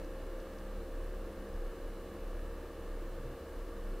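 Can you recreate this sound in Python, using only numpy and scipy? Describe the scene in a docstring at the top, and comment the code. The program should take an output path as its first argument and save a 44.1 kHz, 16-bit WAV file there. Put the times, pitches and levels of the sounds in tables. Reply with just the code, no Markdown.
"""Mist diffuser in a quiet room

A small fan hums close by and slowly gathers speed, while its motor buzzes faintly in the case.
Air rushes through the lid and a few droplets tick. Under it lie a throbbing low rumble,
steady tones from mains power and appliances, two low hums that come and go, and an even hiss."""
import sys
import numpy as np
from scipy import signal
from scipy.fft import rfft, irfft
from scipy.io import wavfile

SR = 44100
rng = np.random.default_rng(int(sys.argv[2]) if len(sys.argv) > 2 else 0)


def materialize(psi):
    """Save the field psi as 16-bit PCM at rate SR to the path in sys.argv[1].

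    A 1-D psi becomes a single channel; in a 2-D psi each row is a channel.
    """
    bounded = np.clip(np.atleast_2d(psi).T, -1, 1)
    quanta = np.round(bounded * 32767).astype(np.int16)
    wavfile.write(sys.argv[1], SR, quanta)


N = 176400
TIME, FREQS = np.arange(N) / SR, np.arange(N // 2 + 1) * SR / N


# How fast the fan turns: t/s, f/Hz (turns per second)
FAN_SPEED = [(0, 65.85), (.5, 65.92), (1, 66.09), (1.8, 66.45), (3, 66.68), (3.6, 66.81), (4, 66.8)]

def fan_speed():
    """The fan speeds up a little, never quite evenly."""
    return curve(FAN_SPEED) * (1 + .00035 * drift(1.7))


# The fan's tones: multiple of the speed, level/dB at average speed, dB gained per extra turn a second
FAN_TONES = [(4, -66, -1), (5, -63.5, -2), (7, -55.5, 4.5), (8, -55.5, -5.5), (9, -63.5, -3),
             (16, -75, 3.5), (24, -78.5, -3), (26, -81, -7)]

def fan_hum(turns, speed):
    """The fan hums at multiples of its speed; their balance shifts as it speeds up."""
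    extra_speed = speed - speed.mean()
    return sum(gain(db + slope * extra_speed) * tone(round(multiple) * turns, waver_db=.45)
               for multiple, db, slope in FAN_TONES)


# Pitches at which the case likes to ring: f/Hz, width/Hz, relative level/dB
CASE_RINGS = [(2170, 190, -5.5), (2654, 70, -1), (2924, 190, 0), (3453, 140, -6.5), (3704, 84, -11),
              (4040, 64, -3), (4410, 120, -10)]

def motor_buzz(turns):
    """The motor buzzes at high multiples of its speed, loudest where the case rings along."""
    multiples = np.arange(28, 72)
    pitches = multiples * turns[-1] / TIME[-1]
    strengths = sum(gain(db) * resonance(pitches, hz, width) ** 2 for hz, width, db in CASE_RINGS)
    buzz = sum(strength * tone(multiple * turns, waver_db=2, waver_hz=3.2)
               for multiple, strength in zip(multiples, strengths))
    return set_level(buzz, db=-70)


# The rush of air, from low to high: f/Hz, relative level/dB
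AIR_SHAPE = [(100, -5), (150, -9.5), (230, -7), (290, -4.5), (345, 2), (380, 0), (400, -6.5), (440, -3),
             (510, -2.5), (560, -9), (650, -7.5), (720, -12), (1040, -14.5), (1110, -10.5), (1175, -9),
             (1240, -13.5), (1520, -17.5), (1640, -14.5), (1810, -15.5), (1920, -22.5), (2250, -24),
             (2500, -26.5), (3100, -30), (4200, -30.5), (6000, -36), (12000, -55)]

def air_rush():
    """Air rushes through the lid with a slight flutter."""
    flutter_db = .24 * drift(28)
    return set_level(noise(AIR_SHAPE) * gain(flutter_db), db=-49.5)


# One row for each droplet: t/s, starting level/dB, f/Hz
DROPLETS = [(.046, -57, 5200), (.4015, -57, 4900), (.535, -62, 5200), (.586, -60, 5200), (1.035, -65, 9500),
            (1.043, -60, 10800), (1.065, -66, 11500), (1.54, -64, 5100)]

def droplets(fade_s=.0025):
    """Each droplet is a tiny, bright tick of noise that dies at once."""
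    ticks = np.zeros(N)
    for start, db, hz in DROPLETS:
        fade = (TIME >= start) * np.exp(-np.abs(TIME - start) / fade_s)
        ticks += gain(db) * noise_band(hz, width_hz=.22 * hz) * fade
    return ticks


# How the rumble throbs: t/s, level/dB before the boost
RUMBLE_LEVELS = [(0.0, -45), (0.08, -45), (0.4, -42), (0.44, -52.5), (0.78, -39.5), (0.86, -48),
                 (0.96, -39), (1.26, -43), (1.35, -58), (1.4, -43), (1.46, -56), (1.56, -38.5), (1.68, -38),
                 (1.77, -55), (1.84, -39.5), (2.15, -57.5), (2.23, -41), (2.39, -39.5), (2.76, -52),
                 (2.91, -40), (3.31, -45), (3.42, -66), (3.59, -40), (3.72, -46), (3.92, -37), (4.0, -45)]

def room_rumble(boost_db=.5):
    """A very low tone throbs while its pitch wanders."""
    pitch_hz = 32.17 + .98 * drift(2.35)
    return tone(np.cumsum(pitch_hz) / SR) * gain(curve(RUMBLE_LEVELS) + boost_db)


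# How the upper and the deeper hum rise and fall: t/s, level/dB before the trim
UPPER_HUM_LEVELS = [(0.0, -53.5), (0.15, -66.5), (0.77, -53), (1.01, -80), (1.18, -57.5), (1.5, -54.5),
                    (1.8, -66.5), (2.13, -56), (2.62, -64), (2.66, -82), (2.82, -58.5), (3.68, -70.5),
                    (3.78, -58.5), (4.0, -59.5)]
DEEP_HUM_LEVELS = [(0.0, -59.5), (1.54, -53.5), (1.88, -68), (1.9, -58.5), (2.43, -51.5), (3.09, -54.5),
                   (3.13, -65), (3.19, -54.5), (3.83, -55.5), (4.0, -66)]

def low_hums(upper_hz=199.4, deep_hz=72, upper_trim_db=-.5, deep_trim_db=-1):
    """Two low hums fade in and out, each at a steady pitch."""
    upper = tone(upper_hz * TIME) * gain(curve(UPPER_HUM_LEVELS) + upper_trim_db)
    deep = tone(deep_hz * TIME) * gain(curve(DEEP_HUM_LEVELS) + deep_trim_db)
    return upper + deep


# The room's dull noise: f/Hz, relative level/dB
ROOM_SHAPE = [(12, -25), (18, -15), (26, -7.5), (34, 0.5), (42, -10), (51, 5.5), (57, 5), (64, -2.5),
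              (70, -0.5), (77, 3.5), (86, -7.5), (110, -13.5), (150, -35.5), (300, -43)]

def room_noise(swell_s=3.24, width_s=.059):
    """Dull noise fills the room, with one brief low swell."""
    rise_and_fall = np.exp(-.5 * ((TIME - swell_s) / width_s) ** 2)
    swell = gain(-50) * noise_band(126.7, width_hz=10.6) * rise_and_fall
    return swell + set_level(noise(ROOM_SHAPE), db=-58)


# Electrical tones in the room: f/Hz, level/dB, waver/dB
APPLIANCE_TONES = [(172.3, -70, -0.5), (251.8, -82, 2), (300, -69.5, 3)]

def appliances():
    """Mains power and appliances hold their pitch while their loudness wavers."""
    return sum(gain(db) * tone(hz * TIME, waver_db) for hz, db, waver_db in APPLIANCE_TONES)


# Hiss in the middle and at the sides: f/Hz, relative level/dB
MIDDLE_HISS = [(500, -10.5), (4000, -2.5), (8000, 3.5), (15500, 2.4), (20000, 0)]
SIDE_HISS = [(30, -19), (180, 4.5), (400, -9.5), (1500, -21), (2500, -12), (4000, -1.5), (15000, -3)]

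def hiss():
    """An even hiss; one part is added on the left and taken away on the right, so it sounds wide."""
    middle = set_level(noise(MIDDLE_HISS), db=-68.5)
    sides = set_level(noise(SIDE_HISS), db=-70.5)
    return middle + sides * np.array([[1], [-1]])


def gain(db):
    """Turn decibels into a number to multiply by."""
    return 10 ** (np.asarray(db) / 20)


def set_level(sound, db):
    """Scale a sound to an average (rms) level."""
    return sound * gain(db) / np.sqrt(np.mean(sound ** 2))


def curve(points):
    """Join (time, value) points with straight lines."""
    return np.interp(TIME, *np.array(points).T)


def shaped_noise(gains):
    """Noise with its own strength at each frequency."""
    return irfft(rfft(rng.standard_normal(N)) * gains, N)


def drift(rate_hz):
    """A smooth random wobble, about one in size."""
    return set_level(shaped_noise(np.exp(-(FREQS / rate_hz) ** 2) * (FREQS > 0)), db=0)


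def noise(shape):
    """Noise that follows a table of frequencies and levels."""
    hz, db = np.array(shape).T
    return shaped_noise(gain(np.interp(np.log(FREQS + 1), np.log(np.sort(hz)), db)))


def resonance(hz, centre_hz, width_hz):
    """How strongly something rings: most at its own pitch, less to either side."""
    return 1 / (1 + ((hz - centre_hz) / width_hz) ** 2)


def noise_band(centre_hz, width_hz):
    """Noise gathered around one pitch."""
    return set_level(shaped_noise(resonance(FREQS, centre_hz, width_hz)), db=0)


def tone(cycles, waver_db=0, waver_hz=3):
    """A pure tone whose loudness can waver."""
    wave = np.sin(2 * np.pi * (cycles + rng.random()))
    return set_level(wave * gain(waver_db * drift(waver_hz)), db=0)


def scene():
    """The diffuser and the room sit in the middle, with hiss around them."""
    speed = fan_speed()
    turns = np.cumsum(speed) / SR
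    diffuser = fan_hum(turns, speed) + motor_buzz(turns) + air_rush() + droplets()
    return diffuser + room_rumble() + low_hums() + room_noise() + appliances() + hiss()


def record(dry):
    """A steep filter cuts off the highest treble."""
    top_hz = 15600
    return signal.sosfilt(signal.ellip(12, .1, 90, top_hz, fs=SR, output="sos"), dry)


dry = scene()
out = record(dry)
materialize(out)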